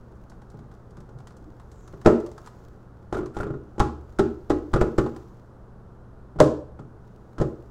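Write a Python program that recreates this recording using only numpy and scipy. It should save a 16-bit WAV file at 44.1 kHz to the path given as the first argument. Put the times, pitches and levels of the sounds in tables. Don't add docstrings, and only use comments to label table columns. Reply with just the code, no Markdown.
import sys
import numpy as np
from scipy import signal
from scipy.fft import rfft, irfft, next_fast_len
from scipy.io import wavfile

SR = 44100
rng = np.random.default_rng(int(sys.argv[2]) if len(sys.argv) > 2 else 0)


def generate_wav(sig):
    pcm = np.round(np.clip(np.atleast_2d(sig).T, -1, 1) * 32767).astype(np.int16)
    wavfile.write(sys.argv[1], SR, pcm)


N = 339755
TIME = np.arange(N) / SR
REGISTER_HZ = [140, 350, 660, 1400, 6000]


def from_db(db):
    return 10 ** (np.asarray(db) / 20)


def rms_one(x):
    return x / np.sqrt(np.mean(x ** 2) + 1e-20)


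def at_hz(table, hz, column=1):
    table = np.array(table)
    return np.interp(np.log(hz), np.log(table[:, 0]), table[:, column])


def clicks(times, heights):
    out = np.zeros(N)
    np.add.at(out, np.round(times * SR).astype(int), heights)
    return out


def ring(hits, hz, t60):
    radius, angle = from_db(-60 / (t60 * SR)), 2 * np.pi * hz / SR
    return signal.lfilter([0, np.sin(angle)], [1, -2 * radius * np.cos(angle), radius ** 2], hits + 1e-18)


def fade(hits, t60):
    return signal.lfilter([1], [1, -from_db(-60 / (t60 * SR))], hits + 1e-18)


def swell(middle, spread):
    return np.exp(-((TIME - middle) / spread) ** 2)


def noise_bands(lowest_hz):
    edges_hz = 22 * 2 ** np.arange(0, 9.6, .5)
    for low, high in zip(edges_hz, edges_hz[1:]):
        if high > lowest_hz:
            sos = signal.butter(2, [low, high], "band", fs=SR, output="sos")
            yield np.sqrt(low * high), sos, rng.choice([-1, 1], N) * np.sqrt(SR / 2 / (high - low))


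def coloured_noise(spectrum):
    size = next_fast_len(N)
    hz = np.maximum(np.arange(size // 2 + 1) * SR / size, 1)
    shaped = rfft(rng.standard_normal(size)) * from_db(at_hz(spectrum, hz))
    return rms_one(irfft(shaped, size)[:N])


def contact(t, force, db, tilt=0, thud_db=0, body_db=0, knock_db=0, crack_db=0):
    octaves = np.log2(np.array(REGISTER_HZ) / REGISTER_HZ[1])
    return [t, *(np.array(force) + db + tilt * octaves + [thud_db, body_db, knock_db, 0, crack_db])]


def force_db(blows, hz):
    registers = np.log([45] + REGISTER_HZ)
    return np.array([np.interp(np.log(hz), registers, [clack, thud, body, knock, clack, crack])
                     for t, thud, body, knock, clack, crack in blows])


def background(rumble_db=-47):
    # f/Hz, relative spectral level/dB
    rumble = [(25, -1), (60, 2), (130, -9), (190, -4.5), (280, -12.5), (390, -9.5), (600, -17),
              (1000, -20.5), (1450, -23.5), (1800, -34.5), (2300, -44), (6000, -49.5), (10000, -55.5),
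              (15500, -62)]
    # f/Hz, rms level/dB
    mains = [(59.6, -70.5), (119.6, -52.5)]
    hum = sum(np.sqrt(2) * from_db(db) * np.sin(2 * np.pi * (hz * TIME + rng.random()))
              for hz, db in mains)
    return from_db(rumble_db) * coloured_noise(rumble) + hum


def powder(grains_per_s=45, grain_db=5.0, grain_t60=0.015):
    # t/s, level/dB
    slide = [(0, -71.5), (1.3, -74), (2.0, -63), (2.6, -62.5), (2.9, -77), (5.2, -60), (5.6, -80),
             (6.85, -98), (7.05, -72), (7.7, -67.5)]
    # f/Hz, relative spectral level/dB
    spectrum = [(1000, 10.5), (2600, -5), (6800, -3.5), (9000, -15), (15000, -13)]
    grains = (rng.random(N) < grains_per_s / SR) * rng.exponential(1, N)
    texture = rms_one(1 + from_db(grain_db) * fade(grains, grain_t60))
    return from_db(np.interp(TIME, *np.transpose(slide))) * texture * coloured_noise(spectrum)


def ticks(level_db=-10.0, t60=0.044):
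    # t/s, relative level/dB, extra level of the lower bands/dB
    touches = [(0.298, -46.5, -10), (0.3178, -61.5, 15.5), (.501, -50, -9), (0.7387, -57.5, -3),
               (.907, -55, -7), (1.0037, -51.5, 3), (1.1868, -52, 0), (1.271, -42, -0.5),
               (1.3676, -48.5, -8), (1.716, -47, -3), (1.8762, -45.5, 0), (2.015, -48.5, 4.5),
               (2.2015, -45, -3), (2.2625, -42.5, 3.5), (2.3149, -48, 0), (2.379, -44, 3),
               (2.461, -43.5, -1), (2.4725, -43.5, 2.5), (3.2595, -43, 3), (5.1626, -44.5, 3)]
    # f/Hz, relative level/dB
    spectrum = [(700, 5.5), (1300, 6.5), (2200, -15), (4000, -3.5), (6500, -1.5), (9000, -10), (15000, -22)]
    times, peak_db, lower_db = np.transpose(touches + faint_ticks())
    out = np.zeros(N)
    for hz, sos, noise in noise_bands(lowest_hz=800):
        lower_share = np.interp(hz, [1500, 5000], [1, 0])
        hits = clicks(times, from_db(peak_db + lower_share * lower_db + at_hz(spectrum, hz)))
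        out += signal.sosfilt(sos, noise * fade(hits, t60))
    return from_db(level_db) * out


def faint_ticks(count=7, turning_s=(.3, 1.7), db=-56.5, spread_db=2.5, lower_db=7):
    moments = np.interp((np.arange(count) + rng.random(count)) / count, [0, 1], turning_s)
    return [(t, db + spread_db * rng.standard_normal(), lower_db) for t in moments]


def workshop(x, build_up_s=0.0025, diffuse_hz=1800):
    # f/Hz, level/dB, t60/s
    room = [(58.8, -8.5, 0.15), (142, -1, 0.19), (303, -1.5, 0.46), (767, -11.5, 0.49), (1440, -4, 0.3),
            (2780, -12, 0.39), (6060, -8, 0.39), (9900, -13, 0.23), (15000, -14.5, 0.16)]
    t, response, wash = TIME[:SR], 0, 0
    for hz, sos, noise in noise_bands(lowest_hz=50):
        gain = from_db(at_hz(room, hz))
        envelope = from_db(-60 * t / at_hz(room, hz, column=2)) * (1 - np.exp(-(t / build_up_s) ** 2))
        if hz < diffuse_hz:
            tail = signal.sosfilt(sos, noise[:SR] * envelope)
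            band_share = hz * (2 ** .25 - 2 ** -.25) / (SR / 2)
            response += gain * tail * np.sqrt(band_share / np.sum(tail ** 2))
        else:
            energy_decay = envelope ** 2 / np.sum(envelope ** 2)
            power = signal.fftconvolve(signal.sosfilt(sos, x) ** 2, energy_decay)[:N]
            wash += gain * signal.sosfilt(sos, noise * np.sqrt(np.abs(power)))
    return signal.fftconvolve(x, response)[:N] + wash


def bumps():
    force = [1, -9, -13, -20, -39.5]
    # t/s, relative level/dB, tilt/(dB per octave)
    events = [(.541, -33.5, -0.5), (.601, -40.5, -6), (0.976, -37.5, -0.5), (1.089, -42.5, 5),
              (1.153, -44, -4.5), (1.934, -28.5, 2), (3.781, -23, 3), (6.358, -26.5, 0),
              (6.791, -27.5, 2.5)]
    return [contact(t, force, db, tilt) for t, db, tilt in events]


def sieve_modes(blows, spread_db=4.5, level_db=-0.5):
    # f/Hz, relative level/dB, t60/s
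    modes = [(27.8, -14.5, 0.24), (39.8, 10.5, 0.03), (74.2, -14, 0.96), (120.7, -2.5, 0.037),
             (132.7, -4.5, 0.46), (175.3, -4, 0.032), (236.6, -8.5, 0.21), (294, -4, 0.071),
             (364.5, 2, 0.045), (405.6, -8.5, 0.23), (437, -1.5, 0.047), (467.5, -26, 0.11),
             (620, -26.5, 0.22), (600.3, 0.5, 0.039), (828.5, -4, 0.095), (815, -17.5, 0.065),
             (1046, -18.5, 0.2), (1273, -16, 0.18), (1338, 4, 0.0097), (1424, -3.5, 0.03),
             (1440, -27, 0.09), (1645, -17.5, 0.015)]
    times, out = blows[:, 0], np.zeros(N)
    spot_db = spread_db * rng.standard_normal((len(blows), len(modes)))
    for k, (hz, db, t60) in enumerate(modes):
        hits = clicks(times, from_db(force_db(blows, hz) + db + spot_db[:, k]))
        out += (-1) ** k * ring(hits, hz, t60)
    return from_db(level_db) * out


def sieve_shell(blows, snap_t60=0.009, flesh_t60=0.016, hard_db=-27):
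    # f/Hz, relative level/dB, t60/s
    shell = [(600, -3, 0.044), (1063, -13.5, 0.073), (1404, 2, 0.068), (2030, -33.5, 0.032),
             (3080, -9.5, 0.048), (4770, -5.5, 0.036), (6400, -4, 0.053), (9300, -8, 0.022),
             (13400, -20.5, 0.03), (15000, -21, .03)]
    times, crack_db, out = blows[:, 0], blows[:, -1], np.zeros(N)
    hardness = np.minimum(from_db(crack_db - hard_db), 1)
    for hz, sos, noise in noise_bands(lowest_hz=600):
        heights = from_db(force_db(blows, hz) + at_hz(shell, hz))
        clack = fade(clicks(times, heights), at_hz(shell, hz, column=2))
        cushion = fade(clicks(times, heights * (1 - hardness)), flesh_t60)
        snap = fade(clicks(times, heights * hardness), snap_t60)
        out += signal.sosfilt(sos, noise * (clack - cushion + snap))
    return out


def boom(blows, level_db=-2.5):
    # f/Hz, relative level/dB, t60/s
    resonances = [(246.7, -29.5, 0.15), (319.7, -14, 0.17), (385.5, -28, 0.29), (634, -31, 0.21)]
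    times, out = blows[:, 0], np.zeros(N)
    for hz, db, t60 in resonances:
        hits = clicks(times, from_db(force_db(blows, hz) + db))
        unit_peak = 2 * np.e * np.log(1000) / (t60 * SR)
        out += unit_peak * ring(ring(hits, hz, t60), hz, t60)
    return from_db(level_db) * out


def rubs():
    # middle t/s, spread/s, f/Hz, glide/(octaves per s), half-width/Hz, level/dB
    slides = [(1.479, 0.07, 311, 0, 24, -50), (1.831, 0.096, 6850, -1.5, 580, -70)]
    out = np.zeros(N)
    for middle, spread, hz, glide, half_width_hz, db in slides:
        pitch = hz * 2 ** (glide * np.clip(TIME - middle, -.5, .5))
        tone = np.sqrt(2) * np.sin(2 * np.pi * np.cumsum(pitch) / SR)
        lowpass = signal.butter(2, half_width_hz, fs=SR, output="sos")
        roughness = rms_one(signal.sosfilt(lowpass, rng.standard_normal(N)))
        out += from_db(db) * swell(middle, spread) * roughness * tone
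    return out


def drops(rock_share=.4):
    edge_force = [-46, -29, -38.5, -28.5, -46.5]
    rock_force = [-21, -28, -30, -28.5, -46.5]
    landing_force = [-8.5, 5, -6, -8, -21.5]
    rebound_force = [-16, -1, -1.5, -10.5, -32.5]
    # t/s, relative level/dB, extra thud/dB, knock/dB, crack/dB, edge lead/s, rebound delay/s
    landings = [(2.0609, -7.5, -3, 4.5, -1, 0.013, .0116), (6.402, -9, 6.5, 13, 3.5, .0145, 0.0068),
                (7.413, -24.5, 10.5, 12.5, 4.5, .031, 0.00608)]
    out = []
    for t, db, thud_db, knock_db, crack_db, lead, rebound in landings:
        out += [contact(t - lead, edge_force, 0),
                contact(t - lead * rock_share, rock_force, 0, thud_db=thud_db),
                contact(t, landing_force, db, thud_db=thud_db, knock_db=knock_db, crack_db=crack_db),
                contact(t + rebound, rebound_force, db, thud_db=thud_db)]
    return out


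def drags(count=6, jitter_s=0.00216, fade_db=-6, dulling_db_per_octave=-3.5):
    force = [-8, 0, -4.5, -3.5, -20.5]
    # start t/s, length/s, relative level/dB
    strokes = [(3.126, .102, -22), (3.364, .175, -23.5)]
    return [contact(start + length * progress + jitter_s * rng.standard_normal(), force,
                    db + fade_db * progress, dulling_db_per_octave * progress)
            for start, length, db in strokes for progress in np.linspace(0, 1, count)]


def brushes(slips_per_s=900, hiss_db=-15, rim_hz=1380, t60=0.021):
    # middle t/s, spread/s, level/dB
    strokes = [(3.165, 0.031, -43), (3.399, 0.039, -40.5)]
    slips = (rng.random(N) < slips_per_s / SR) * rng.standard_normal(N)
    mesh_band = signal.butter(2, [2000, 9000], "band", fs=SR, output="sos")
    hiss = signal.sosfilt(mesh_band, fade(slips, t60) * rng.standard_normal(N))
    envelope = sum(from_db(db) * swell(middle, spread) for middle, spread, db in strokes)
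    return envelope * (rms_one(ring(slips, rim_hz, t60)) + from_db(hiss_db) * rms_one(hiss))


def slaps(fingers_lead_s=0.00475):
    fingers_force = [-24, -24, -25, -13, -26]
    palm_force = [-9, -1.5, -5, -2.5, -23]
    rebound_force = [-12, -1, -1, -5.5, -26]
    # t/s, relative level/dB, extra thud/dB, body/dB, knock/dB, rebound delay/s, rebound/dB
    events = [(3.8004, -11, 3.5, -1, 1.5, 0.04, -29.5), (4.1922, -13, 6.5, 6, 0.5, 0.01, -24),
              (4.502, -16, 0.5, 8.5, -3.5, 0.01045, -7), (4.738, -14.5, 8.5, -5.5, -5.5, .022, -3.5),
              (4.8133, -15, -8, 3, 2, .03, -28), (4.984, -14, 3, 0.5, -3.5, 0.077, -9.5)]
    out = []
    for t, db, thud_db, body_db, knock_db, rebound, rebound_db in events:
        out += [contact(t - fingers_lead_s, fingers_force, db),
                contact(t, palm_force, db, thud_db=thud_db, body_db=body_db, knock_db=knock_db),
                contact(t + rebound, rebound_force, db + rebound_db)]
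    return out


def scene(contact_hz=2600):
    blows = np.array(drops() + slaps() + bumps() + drags())
    soft_contact = signal.butter(2, contact_hz, fs=SR, output="sos")
    body = signal.sosfilt(soft_contact, sieve_modes(blows))
    plastic = body + sieve_shell(blows) + ticks() + brushes()
    return (plastic + boom(blows) + rubs() + workshop(plastic) + powder() + background())[None]


def record(dry):
    ceiling, cutoff_hz = .9, 15900
    lowpass = signal.ellip(10, .1, 80, cutoff_hz, fs=SR, output="sos")
    return signal.sosfilt(lowpass, ceiling * np.tanh(dry / ceiling))


dry = scene()
out = record(dry)
generate_wav(out)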